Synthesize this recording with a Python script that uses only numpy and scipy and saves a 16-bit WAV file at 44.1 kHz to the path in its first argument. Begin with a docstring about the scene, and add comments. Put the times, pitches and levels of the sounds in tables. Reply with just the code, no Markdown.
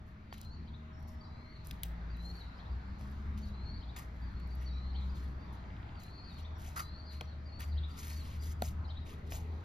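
"""Small birds trade slurred whistles, closing flicks, thin high notes, raspy chatter and a dry trill.
They are gliding, unsteady tones, blurred or echoed by leaves and houses in a suburban yard at dawn.
A distant engine (a few sine tones) rises and sags over the town's filtered noise and a faint two-tone hum.
Someone with a camera steps and scuffs over paving and grass, and later clothing or a hand likely rubs:
bursts of filtered, crackling noise. Twice a finger knocks the camera's case, which rings."""
import sys
import numpy as np
from scipy import signal
from scipy.fft import rfft, irfft
from scipy.io import wavfile
from scipy.ndimage import uniform_filter1d

SR = 44100
rng = np.random.default_rng(int(sys.argv[2]) if len(sys.argv) > 2 else 0)


def dump(signal):
    """Clip the signal to [-1, 1] and save it as 16-bit WAV at the path in sys.argv[1]."""
    limited = np.clip(np.atleast_2d(signal).T, -1, 1)
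    pcm = np.round(limited * 32767).astype(np.int16)
    wavfile.write(sys.argv[1], SR, pcm)


N = 425124
T = np.arange(N) / SR

# the town's level: (time [s], rumble [dB], wash [dB])
TOWN_LEVELS = [(0, -50.5, -63.5), (.9, -47.5, -61), (2.5, -49, -56.5), (3.2, -44.5, -57.5), (4.3, -47, -58),
               (5.3, -45, -57), (6.5, -48, -58), (7.4, -49.5, -59.5), (8.099, -46, -59.5), (9.64, -47, -58)]
# colour of the town's low rumble and of its higher wash: (frequency [Hz], relative level [dB per Hz])
RUMBLE_COLOUR = [(15, -10), (30, 1.5), (45, -8.5), (60, 4.5), (90, -1.5), (130, -6), (220, -11.5),
                 (320, -18), (500, -28.5), (900, -71.5)]
WASH_COLOUR = [(150, -1), (350, -4.5), (550, -2.5), (900, 2.5), (1300, 0.5), (2000, -4), (3000, -15),
               (4400, -14), (5300, -23.5), (7000, -28), (10000, -40.5), (14000, -40.5), (16000, -65.5)]

# the far engine, one curve a pull: (time [s], firings [per s], first order [dB], third order [dB])
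ENGINE_PULLS = [
    [(0, 70.6, -69, -62), (.35, 71.8, -61, -60), (.75, 75.5, -49, -56), (1.15, 77.5, -52.5, -62),
     (1.5, 80, -55, -65)],
    [(1.55, 53.5, -61, -65), (1.9, 57, -41.5, -54.5), (2.35, 58.4, -44.5, -57), (2.57, 59.5, -57.5, -63.5),
     (2.72, 62.6, -37.5, -68.5), (3.0, 68, -49.5, -55.5), (3.3, 71, -40, -52), (3.45, 70.5, -47, -53),
     (3.7, 61.2, -45.5, -65.5), (4.1, 59.2, -46, -61.5), (4.5, 63, -39.5, -61), (5.15, 66.3, -37.5, -53.5),
     (5.4, 64.5, -45, -68), (5.7, 62, -47, -64), (6.1, 60, -59, -61.5)],
    [(6.25, 77.8, -59, -82), (6.42, 77.5, -44, -73), (7.1, 74, -50, -75.5), (7.44, 74, -43, -69),
     (7.52, 74, -52.5, -65.5), (7.75, 74.3, -32.5, -89), (8.01, 75, -49.5, -62), (8.18, 75.5, -38, -60.5),
     (8.35, 76, -41.5, -68), (8.8, 77, -39.5, -78), (9.12, 77.6, -48, -64), (9.64, 79.3, -39.5, -74)],
]
SECOND_DB = -10  # the second order against the mean of its neighbours

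# a far machine's tones, before the swell: (frequency [Hz], level [dB])
HUM_TONES = [(628, -74), (1255, -80.5)]
# how the hum swells and sinks: (time [s], change of level [dB])
HUM_SWELL_CURVE = [(0, -1.5), (.6, -2.5), (1, 7), (1.55, 4), (1.9, 0.5), (3.6, 2), (6, 0), (7.05, 4.5),
                   (7.8, -0.5), (8.7, 6), (9.64, 1)]

# scuffs and rubs: shoes scraping and brushing, later (from about 7.96 s) likely clothing or a hand:
# (time [s], length before dying away [s], swell [s], scrape [dB], grit [dB], time to fall 60 dB [s])
SCUFF_EVENTS = [ (0.05, .04, 0.027, -91, -80, .25), (0.329, .012, 0.0054, -56, -63, .11),
                (0.358, 0.073, .017, -68, -79, .26), (0.977, 0.034, .02, -93, -83, .26),
                (1.07, 0.02, 0.013, -85, -65.5, 0.21), (1.637, 0.054, 0.015, -71, -70, 0.42),
                (1.831, .029, .006, -65, -70, .2), (2.156, 0.25, 0.081, -88, -74, 0.3),
                (2.971, .07, 0.028, -71, -77, 1), (3.365, 0.021, 0.016, -66.5, -71, 0.28),
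                (3.438, .05, .03, -74, -75, 0.16), (3.961, 0.028, 0.0038, -53.5, -55, 0.19),
                (4.09, 0.23, .04, -91, -87, .3), (4.447, 0.12, 0.077, -90, -80, 0.36),
                (4.597, 0.024, 0.027, -61, -68.5, .18), (4.98, 0.14, 0.041, -78, -83, 0.22),
                (5.138, 0.047, 0.025, -68, -70.5, 0.52), (5.52, 0.023, .01, -78, -72.5, .15),
                (5.986, .05, .025, -74, -67.5, .33), (6.247, .11, .1, -73, -77.5, .2),
                (6.36, .04, 0.038, -66, -69, 0.13), (6.55, 0.13, 0.1, -63, -62.5, 0.31),
                (6.757, .045, 0.0081, -41, -46.5, 0.11), (7.088, 0.039, 0.053, -61, -67, 0.33),
                (7.588, 0.034, 0.016, -54, -58.5, 0.26), (7.866, 0.19, 0.033, -68, -78, 0.11),
                (7.955, 0.18, 0.03, -59, -57, 0.37), (8.144, 0.21, 0.037, -64, -68, 0.44),
                (8.397, .13, 0.036, -69, -61, .053), (8.583, 0.035, 0.011, -77, -78, .05),
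                (8.62, 0.068, 0.014, -62, -55, 0.11), (9.043, 0.09, 0.029, -63.5, -68.5, .15),
                (9.25, .098, 0.032, -70, -75, 0.11), (9.294, 0.071, 0.02, -63, -56, 0.22)]
# grit cracking and sharp taps: (time [s], time to fall 60 dB [s], centre [Hz], body [dB], grit [dB])
CLICK_EVENTS = [ (.3268, .011, 900, -37, -70), (.38, .012, 5000, -69, -47), (.4145, .009, 5500, -50, -37),
                (.4495, .009, 4000, -56, -52), (1.028, .008, 5000, -72, -54),
                (1.6705, .014, 6000, -54, -36.5), (1.6855, .012, 6000, -64, -48),
                (1.7108, .014, 3300, -39.5, -37), (1.8336, .012, 3200, -35.5, -22.5),
                (2.17, .015, 4000, -68, -56), (1.84, .017, 3300, -46, -54), (3.011, .015, 1400, -56, -58),
                (3.115, .01, 4000, -75, -59), (3.388, .015, 4000, -62, -59), (3.965, .018, 1400, -46, -47),
                (4.40, .012, 3200, -56.5, -60), (4.475, .01, 4000, -68, -57), (4.5525, .02, 5000, -70, -52),
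                (6.034, .024, 4500, -56, -49), (7.2101, .014, 1500, -34.5, -45),
                (7.213, .04, 330, -41, -68), (7.606, .016, 1300, -39.5, -41), (7.618, .016, 1500, -45, -48),
                (8.6215, .006, 2600, -28, -26.5), (9.3215, .018, 780, -35.5, -45)]
# colour of rubbing grit, and the sharper colour of a cracking grain: (frequency [Hz], relative level [dB per Hz])
GRIT_COLOUR = [(500, -22), (3000, -9.5), (6500, 0.5), (8500, -4.5), (10500, -5), (12500, -4.5),
               (14200, -3.5), (16000, -19)]
SNAP_COLOUR = [(500, -26), (3000, -29), (6500, -12.5), (8500, 1), (10500, -5.5), (12500, 1.5), (14200, 2.5),
               (16000, 5.5)]
# a harder press scrapes lower: scrape levels and the centre frequencies that go with them
SOFT_DB, HARD_DB, SOFT_HZ, HARD_HZ = -71, -57.5, 4000, 1300
# single grains snapping in a sliding contact: average rate, size of the surges, time constant of their fading
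CRACKLE_PER_S, CRACKLE_DB, CRACKLE_S = 50, 2, .0015

# slurred whistles: (time [s], length [s], opening hook [s], hook [Hz], dip [Hz], crest [Hz],
# hook [dB], dip [dB], climb [dB])
WHISTLE_CALLS = [ (.305, .22, 0.05, 4630, 4030, 4220, -67, -75, -69),
                 (1.2, 0.27, 0.056, 4660, 3970, 4320, -68, -72, -75.5),
                 (1.24, .28, 0.053, 4740, 3950, 4300, -68, -85, -73),
                 (2.095, 0.23, 0.064, 4705, 3910, 4400, -68.5, -71, -57.5),
                 (2.689, 0.3, 0.078, 4700, 4220, 4500, -76, -82, -79.5),
                 (3.42, 0.3, 0.045, 4500, 3870, 4420, -62, -75, -65),
                 (3.46, 0.23, .05, 4560, 4120, 4500, -78, -84, -76),
                 (4.213, 0.24, 0.1, 4700, 4130, 4530, -68.5, -75.5, -70.5),
                 (4.655, 0.26, 0.047, 4540, 3830, 4350, -57, -65, -65.5),
                 (5.09, 0.21, 0.073, 4830, 4190, 4450, -70, -75, -77),
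                 (5.94, 0.27, 0.059, 4700, 4140, 4670, -69, -80, -68.5),
                 (5.977, 0.32, 0.037, 4480, 3980, 4490, -59, -72, -65.5),
                 (6.785, .235, .05, 4740, 3960, 4590, -56, -62, -65),
                 (6.825, 0.2, 0.063, 4740, 4280, 4660, -72, -75, -72),
                 (7.453, .185, 0.045, 4740, 4300, 4720, -63, -64.5, -62.5),
                 (7.895, .255, 0.05, 4700, 3930, 4500, -66, -77, -69)]
HOOK_SCOOP, HOOK_TOP = .045, 0.401  # a hook slides up from this share below its top, reached at this share of it
CLIMB_POWER = 1.2  # the climb starts flat and steepens
CREST_DB = 1  # the crest is this much louder than the middle of the climb

# the flicks that close the whistles: (time [s], rise [s], fall [s], top [Hz], end [Hz], level [dB])
FLICK_CALLS = [ (0.503, 0.045, 0.027, 4500, 3800, -67), (1.48, 0.031, 0.07, 4520, 3840, -68.5),
               (1.53, 0.016, 0.089, 4440, 3820, -69.5), (2.345, 0.031, 0.057, 4540, 3580, -63),
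               (3.685, 0.024, 0.044, 4430, 3940, -64), (3.72, 0.028, 0.072, 4630, 3970, -67),
               (4.502, 0.021, 0.033, 4650, 4360, -68), (4.756, 0.04, 0.034, 4400, 4100, -72),
               (4.945, 0.013, 0.052, 4430, 3700, -63.5), (5.385, 0.03, .04, 4670, 4560, -74.5),
               (5.47, .02, 0.082, 4360, 3920, -84), (6.234, 0.022, 0.087, 4770, 4260, -69),
               (6.239, 0.018, 0.078, 4480, 3470, -65.5), (6.315, .02, 0.068, 4490, 4100, -66),
               (7.049, 0.023, .065, 4790, 4130, -66), (7.063, 0.011, 0.055, 4370, 3770, -60),
               (7.086, 0.011, 0.065, 4700, 4050, -71), (7.15, 0.0413, 0.039, 4280, 4180, -66.5),
               (7.272, 0.015, 0.054, 4360, 3730, -67.5), (7.667, 0.039, 0.045, 4760, 4420, -69.5),
               (8.154, 0.019, 0.059, 4600, 3780, -61)]
FLICK_SCOOP_HZ_PER_S = 4600  # average pace of a flick's rise
FLICK_POWER, FLICK_END_DB = 1.5, -0.5  # it falls ever faster; its end against its start

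# thin notes: (time [s], length [s], top pitch [Hz], level [dB])
PEEP_CALLS = [(0.506, 0.063, 6700, -81.5), (0.9, 0.25, 5610, -79), (1.088, 0.23, 5400, -81),
              (2.232, 0.044, 6950, -77), (3.412, 0.036, 6660, -74), (4.554, 0.15, 5770, -77),
              (4.702, 0.063, 5570, -76), (6.42, 0.021, 5700, -72), (6.55, 0.033, 5650, -74),
              (7.236, 0.025, 5780, -71), (8.39, 0.065, 4800, -69)]
PEEP_ARCH = 0.04  # each starts and ends this share below its top

# three-syllable chatter: (time [s], first syllable [dB], second [dB], third [dB])
CHATTER_CALLS = [(.615, -74, -63, -62), (2.531, -68, -61, -64.5), (3.765, -69, -59, -60),
                 (4.892, -65, -55, -59), (6.326, -69, -62, -58), (7.712, -59, -56, -56),
                 (8.837, -58, -54.5, -57)]
# its syllables, a drop, a two-voiced zigzag and a rise; each sweep:
# (time after the start [s], length [s], start [Hz], middle [Hz], end [Hz], change of level [dB])
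SYLLABLE_SWEEPS = [
    [(0, .028, 4600, 4150, 3300, 0)],
    [(.032, .032, 4500, 4900, 4650, -13), (.046, .034, 3050, 3200, 3950, -6),
     (.057, .027, 4750, 3900, 3000, 0)],
    [(.112, .038, 2950, 3700, 4000, 0)],
]
RASP_HZ, RASP_SHARE = 260, .035  # shakes a second, and their share of the pitch
LEAVES_T60, LEAVES_DIRECT_DB, LEAVES_WET_DB = .12, -2.5, -4  # time to fall 60 dB [s], clear call, blur

# a dry trill of even ticks, loudest midway: start, spacing, base pitch, top level, ends against the top
TRILL_S, TRILL_GAP_S, TRILL_HZ, TRILL_DB, TRILL_ENDS_DB = 5.639, 0.063, 2900, -58.5, -3

# how the camera's case rings: (frequency [Hz], relative level [dB], time to fall 60 dB [s])
CASE_RINGS = [(230, -32, 0.054), (670, -20, 0.01), (728, -25.5, 0.027), (1410, -30.5, 0.023),
              (2440, -44.5, 0.016)]
# a finger bumps the case: (time [s], gain on the ring [dB])
KNOCK_EVENTS = [(7.2115, -19.5), (8.6228, -3.5)]
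# the hand shifts on the case: (time [s], length [s], centre [Hz], level [dB])
RUB_EVENTS = [(9.046, 0.75, 397, -61.5), (9.311, 0.07, 760, -57.5)]
RUB_GRIT_DB = -23  # skin carries little grit: its level against the body of the rub
RUB_RISE, RUB_T60 = 0.11, .22  # share of the length spent swelling; time to fall 60 dB [s]

# how alike far noise is at the two microphone ports: (frequency [Hz], likeness, held within 0-1)
PORT_LIKENESS = [(60, 4), (130, 0.93), (290, 0.78), (640, 0.29), (1400, 0.24), (4000, 0.27), (12000, 2)]
# how far the right port leads: (frequency [Hz], phase [radians])
PORT_LEAD = [(400, 0), (1000, 1.7), (1550, 2.5), (1900, 5.4), (4600, 5.6), (5500, 7.5), (6800, 8),
             (8200, 9.4), (9300, 9.7), (10500, 12.1), (12700, 12.7), (14500, 15.4)]
# left level minus right level: (frequency [Hz], difference [dB])
PORT_TILT = [(60, 1.3), (500, .9), (1450, -1.5), (2000, 3.7), (4200, 4.6), (5200, 2), (6500, 3), (8000, 0)]
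EDGE_HZ = 15900  # upper edge of the sound


def amp(db):
    """Turns decibels into gain."""
    return 10 ** (np.asarray(db) / 20)


def unit(x):
    """Scales a sound to an average strength (rms) of 1."""
    return x / np.sqrt(np.mean(x ** 2) + 1e-20)


def read(points, hz):
    """Reads a table between its points, on a log-frequency axis."""
    f, value = np.transpose(points)
    return np.interp(np.log(hz + 1), np.log(f + 1), value)


def add(mix, s, sound):
    """Mixes a sound in at time s."""
    part = mix[max(round(s * SR), 0):][:len(sound)]
    part += sound[:len(part)]


def colour(x, curve):
    """Filters by a gain that depends on frequency."""
    size = x.shape[-1]
    return irfft(rfft(x) * curve(np.fft.rfftfreq(size, 1 / SR)), size)


def drift(size, hz):
    """Slow random wandering of about rms 1, with up to about hz changes a second."""
    noise = rng.standard_normal(size + SR // 4)
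    return unit(colour(noise, lambda f: np.exp(-(f / hz) ** 2)))[:size]


def air(spectrum, level_db, patchy_db):
    """Far noise whose colour drifts in patches, only partly alike at the two ports."""
    hz = np.fft.rfftfreq(2048, 1 / SR)
    a, b, c, d, patches = rng.standard_normal((5, N // 512 + 5, len(hz)))
    patches = uniform_filter1d(patches, size=10, axis=0)  # smooth over time
    patches = unit(uniform_filter1d(patches, size=16, axis=1))  # smooth over frequency
    same = np.clip(read(PORT_LIKENESS, hz), 0, 1)
    left, other = a + 1j * b, c + 1j * d
    right = same * left + np.sqrt(1 - same ** 2) * other
    z = np.array([left, right]) * amp(read(spectrum, hz) + patchy_db * patches)
    noise = signal.istft(z.swapaxes(1, 2), nperseg=2048, noverlap=1536)[1][:, :N]
    return amp(level_db) * unit(noise)


def town():
    """The town blends a low rumble with a higher wash of noise, each rising and sinking slowly."""
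    s, rumble_db, wash_db = np.transpose(TOWN_LEVELS)
    rumble = air(RUMBLE_COLOUR, np.interp(T, s, rumble_db), patchy_db=1.6)
    wash = air(WASH_COLOUR, np.interp(T, s, wash_db), patchy_db=2.0)
    return rumble + wash


def engine():
    """A far exhaust sounds at its firing rate and two multiples (orders), throbbing a little."""
    out = np.zeros(N)
    for pull in ENGINE_PULLS:
        s, rate_hz, first_db, third_db = np.transpose(pull)
        t = np.arange(s[0], s[-1], 1 / SR)
        unsteady_hz = np.interp(t, s, rate_hz) * (1 + 0.0046 * drift(len(t), 13.2))
        turns = np.cumsum(unsteady_hz) / SR
        second_db = (first_db + third_db) / 2 + SECOND_DB
        tone = np.zeros(len(t))
        for k, db in enumerate([first_db, second_db, third_db], 1):
            throb_db = k * 0.68 * drift(len(t), 5.0)
            tone += amp(np.interp(t, s, db) + throb_db) * np.sin(2 * np.pi * k * turns)
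        fade = np.clip(np.minimum(t - s[0], s[-1] - t) / 0.044, 0, 1)
        add(out, s[0], np.sqrt(2) * tone * fade)
    return out


def hum():
    """A far machine gives two faint tones that waver separately at each port and swell together."""
    def wavering(hz):
        turns = np.cumsum(hz * (1 + .0025 * drift(N, 15))) / SR
        return amp(1.8 * drift(N, 2.5)) * np.sin(2 * np.pi * turns)

    ports = [sum(amp(db) * wavering(hz) for hz, db in HUM_TONES) for _ in range(2)]
    swell = amp(np.interp(T, *np.transpose(HUM_SWELL_CURVE)))
    return np.sqrt(2) * np.array(ports) * swell


def stroke(length, swell_s, t60):
    """Strength of a sliding contact: it swells, grips and slips, then dies."""
    t = np.arange(int((length + .4) * SR)) / SR
    swell = np.sin(np.pi / 2 * np.minimum(t / swell_s, 1)) ** 2
    dying = amp(-60 * np.maximum(t - length, 0) / t60)
    grip = amp(1.4 * drift(len(t), 40))
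    return swell * dying * grip


def crackle(size, per_s, surge_db):
    """Brief random surges on a steady strength, one for each grain that snaps; a few are large."""
    heights = np.minimum(rng.exponential(0.23, size), 2)
    snaps = heights * (rng.random(size) < per_s / SR)
    surges = signal.lfilter([1], [1, -np.exp(-1 / (CRACKLE_S * SR))], snaps)
    return unit(1 + amp(surge_db) * surges)


def crunch(envelope, centre_hz, body_db, grit_db, width, grain_db, grit_spectrum=GRIT_COLOUR):
    """Two surfaces rub: noise with a broad resonance of the contact plus fine grit."""
    size = len(envelope)
    grains = rng.standard_normal((2, size)) * amp(grain_db * drift(size, 2100))
    top_hz = min(5 * centre_hz, 8000)  # low contacts carry little treble

    def hump(f):
        peak = (1 + (np.log((f + 1) / centre_hz) / width) ** 2) ** -.62
        less_bass = f / np.hypot(f, centre_hz / 3)
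        return peak * less_bass / np.hypot(1, (f / top_hz) ** 2)

    body = unit(colour(grains[0], hump))
    grit = unit(colour(grains[1], lambda f: amp(read(grit_spectrum, f))))
    return envelope * (amp(body_db) * body + amp(grit_db) * grit)


def mottle(x, patchy_db):
    """Shifts the colour from moment to moment, as other parts of the surfaces come into contact."""
    z = signal.stft(x, nperseg=256)[2]
    patches = uniform_filter1d(rng.standard_normal(z.shape), size=9, axis=0)
    patches = unit(uniform_filter1d(patches, size=4, axis=1))
    return signal.istft(z * amp(patchy_db * patches), nperseg=256)[1][:len(x)]


def steps():
    """Soles, and later likely clothing or a hand, scuff in swelling strokes; grit cracks, grass rustles."""
    out, t = np.zeros(N), np.arange(SR // 8) / SR
    for s, length, swell_s, body_db, grit_db, t60 in SCUFF_EVENTS:
        envelope = stroke(length, swell_s, t60)
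        envelope = envelope * crackle(len(envelope), CRACKLE_PER_S, CRACKLE_DB)
        centre_hz = np.interp(body_db, [SOFT_DB, HARD_DB], [SOFT_HZ, HARD_HZ])
        width = np.interp(body_db, [-53, -43], [.45, .13])  # a hard press rings more narrowly
        scuff = crunch(envelope, centre_hz, body_db, grit_db, width, grain_db=3)
        add(out, s, mottle(scuff, patchy_db=2.5))
    for s, t60, centre_hz, body_db, grit_db in CLICK_EVENTS:
        snap = np.minimum(t / .0003, 1) * amp(-60 * t / t60)
        click = crunch(snap, centre_hz, body_db, grit_db, width=.5, grain_db=.8, grit_spectrum=SNAP_COLOUR)
        add(out, s, click)
    grass = amp(2.3 * drift(N, 6)) * crackle(N, per_s=14, surge_db=14)
    return out + crunch(grass, centre_hz=3500, body_db=-93.0, grit_db=-98, width=0.29, grain_db=2.5)


def sing(hz, waver, flutter_db):
    """A bird's near-pure tone, unsteady in pitch and strength."""
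    turns = np.cumsum(hz * (1 + waver * drift(len(hz), 110))) / SR
    flutter = amp(flutter_db * drift(len(hz), 42))
    return np.sqrt(2) * np.sin(2 * np.pi * turns) * flutter


def whistles():
    """Each whistle's pitch hooks over, drops to a dip and climbs slowly."""
    out = np.zeros(N)
    for s, length, hook_s, hook_hz, dip_hz, crest_hz, hook_db, dip_db, climb_db in WHISTLE_CALLS:
        t = np.arange(int(length * SR)) / SR
        over = (t / hook_s - HOOK_TOP) / (1 - HOOK_TOP)
        hook = np.cos(np.pi / 2 * np.clip(over, 0, 1)) ** 2  # 1 until its top, then down to 0
        scoop = 1 - HOOK_SCOOP * np.maximum(1 - t / (HOOK_TOP * hook_s), 0) ** 2
        climb = np.maximum((t - hook_s) / (length - hook_s), 0) ** CLIMB_POWER
        hz = (dip_hz + (hook_hz - dip_hz) * hook + (crest_hz - dip_hz) * climb) * scoop
        db = np.interp(climb, [0, .1, .5, 1], [dip_db, dip_db, climb_db, climb_db + CREST_DB])
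        db = db + (hook_db - dip_db) * hook
        tone = sing(hz, waver=.004, flutter_db=3) * signal.windows.tukey(len(t), .1)
        add(out, s, amp(db) * tone)
    return out


def flicks():
    """After a short break the bird closes with a note whose pitch arches and drops away."""
    out = np.zeros(N)
    for s, rise_s, fall_s, top_hz, end_hz, db in FLICK_CALLS:
        t = np.arange(-rise_s, fall_s, 1 / SR)  # 0 at the top of the arch
        fall = np.maximum(t / fall_s, 0) ** FLICK_POWER
        scoop_hz = FLICK_SCOOP_HZ_PER_S * np.minimum(t, 0) ** 2 / rise_s
        hz = top_hz - scoop_hz + (end_hz - top_hz) * fall
        tone = sing(hz, waver=.004, flutter_db=2.8) * signal.windows.tukey(len(t), .25)
        add(out, s, amp(db + FLICK_END_DB * fall) * tone)
    return out


def peeps():
    """Birds further off give thin notes whose pitch arches up and back."""
    out = np.zeros(N)
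    for s, length, top_hz, db in PEEP_CALLS:
        u = np.linspace(-1, 1, int(length * SR))
        tone = sing(top_hz * (1 - PEEP_ARCH * u ** 2), waver=0.0085, flutter_db=3.0)
        add(out, s, amp(db) * tone * signal.windows.tukey(len(u), .5))
    return out


def chatter():
    """Steep sweeps, at times two voices at once, made raspy by a fast shake of the pitch."""
    out = np.zeros(N)
    for s, *levels_db in CHATTER_CALLS:
        for db, sweeps in zip(levels_db, SYLLABLE_SWEEPS):
            for after, length, start_hz, middle_hz, end_hz, step_db in sweeps:
                t = np.arange(int(length * SR)) / SR
                bend = np.polyfit([0, .5, 1], [start_hz, middle_hz, end_hz], 2)
                shake = 1 + RASP_SHARE * np.sin(2 * np.pi * (RASP_HZ * t + rng.random()))
                hz = np.polyval(bend, t / length) * shake
                tone = sing(hz, waver=.015, flutter_db=2.5) * np.hanning(len(t))
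                add(out, s + after, amp(db + step_db) * tone)
    return out


def leaves(x):
    """Foliage scatters a call into a dense, short blur, different at each port."""
    t = np.arange(SR // 5) / SR
    scatter = rng.standard_normal((2, len(t))) * amp(-60 * t / LEAVES_T60)
    scatter = scatter / np.linalg.norm(scatter[0])
    blur = signal.fftconvolve(x[None], scatter, axes=1)[:, :N]
    return amp(LEAVES_DIRECT_DB) * x + amp(LEAVES_WET_DB) * blur


def yard(x, t60, wet_db, echo_db):
    """House walls send back three echoes, along with a thin scattered tail."""
    t = np.arange(SR) / SR
    sparse = rng.standard_normal((2, SR)) * (rng.random((2, SR)) < 1500 / SR)
    scatter = sparse * amp(-60 * t / t60) * (t > .012)
    tail = amp(wet_db) * scatter / np.linalg.norm(scatter[0])
    for s, db in [(.021, -1.5), (.048, -0.5), (.085, -4.5)]:  # (delay [s], change of level [dB])
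        tail[:, round(s * SR)] += amp(echo_db + db)
    return signal.fftconvolve(x[None], tail, axes=1)[:, :N]


def trill(count):
    """An even run of steep, very short falling chirps that swells and fades."""
    out = np.zeros(N)
    hz = TRILL_HZ * np.geomspace(1.9, .55, int(0.0046 * SR))
    tick = np.sqrt(2) * np.sin(2 * np.pi * np.cumsum(hz) / SR) * np.hanning(len(hz))
    for k, u in enumerate(np.linspace(-1, 1, count)):
        add(out, TRILL_S + k * TRILL_GAP_S, amp(TRILL_DB + TRILL_ENDS_DB * u ** 2) * tick)
    return out


def handling():
    """A finger knocks the camera's case, which rings at fixed pitches; the hand rubs softly over it."""
    out, t = np.zeros(N), np.arange(SR // 8) / SR
    ring = sum(amp(db - 60 * t / t60) * np.sin(2 * np.pi * hz * t) for hz, db, t60 in CASE_RINGS)
    for s, db in KNOCK_EVENTS:
        add(out, s, amp(db) * ring)
    for s, length, centre_hz, db in RUB_EVENTS:
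        envelope = stroke(length, RUB_RISE * length, RUB_T60)
        add(out, s, crunch(envelope, centre_hz, db, db + RUB_GRIT_DB, width=0.15, grain_db=4.5))
    return out


def scene():
    """Birds, scuffs and rubs and the hand on the camera with their echoes, the engine, hum and town."""
    birds = whistles() + flicks() + peeps() + trill(count=8)
    rasps = chatter()
    near = steps() + handling()
    echoes = yard(birds, t60=.7, wet_db=-4, echo_db=-14)
    echoes = echoes + yard(rasps, t60=.7, wet_db=-5, echo_db=-18)
    echoes = echoes + yard(near, t60=.2, wet_db=-18, echo_db=-33)
    return town() + birds + leaves(rasps) + near + echoes + engine() + hum()


def record(dry):
    """The two microphone ports differ in level and phase; then the highest treble is cut."""
    left = colour(dry[0], lambda f: amp(read(PORT_TILT, f) / 2))
    right = colour(dry[1], lambda f: amp(-read(PORT_TILT, f) / 2) * np.exp(1j * read(PORT_LEAD, f)))
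    low_pass = signal.firwin(511, EDGE_HZ, window=("kaiser", 9), fs=SR)
    return signal.oaconvolve(np.array([left, right]), low_pass[None], "same")


dry = scene()
out = record(dry)
dump(out)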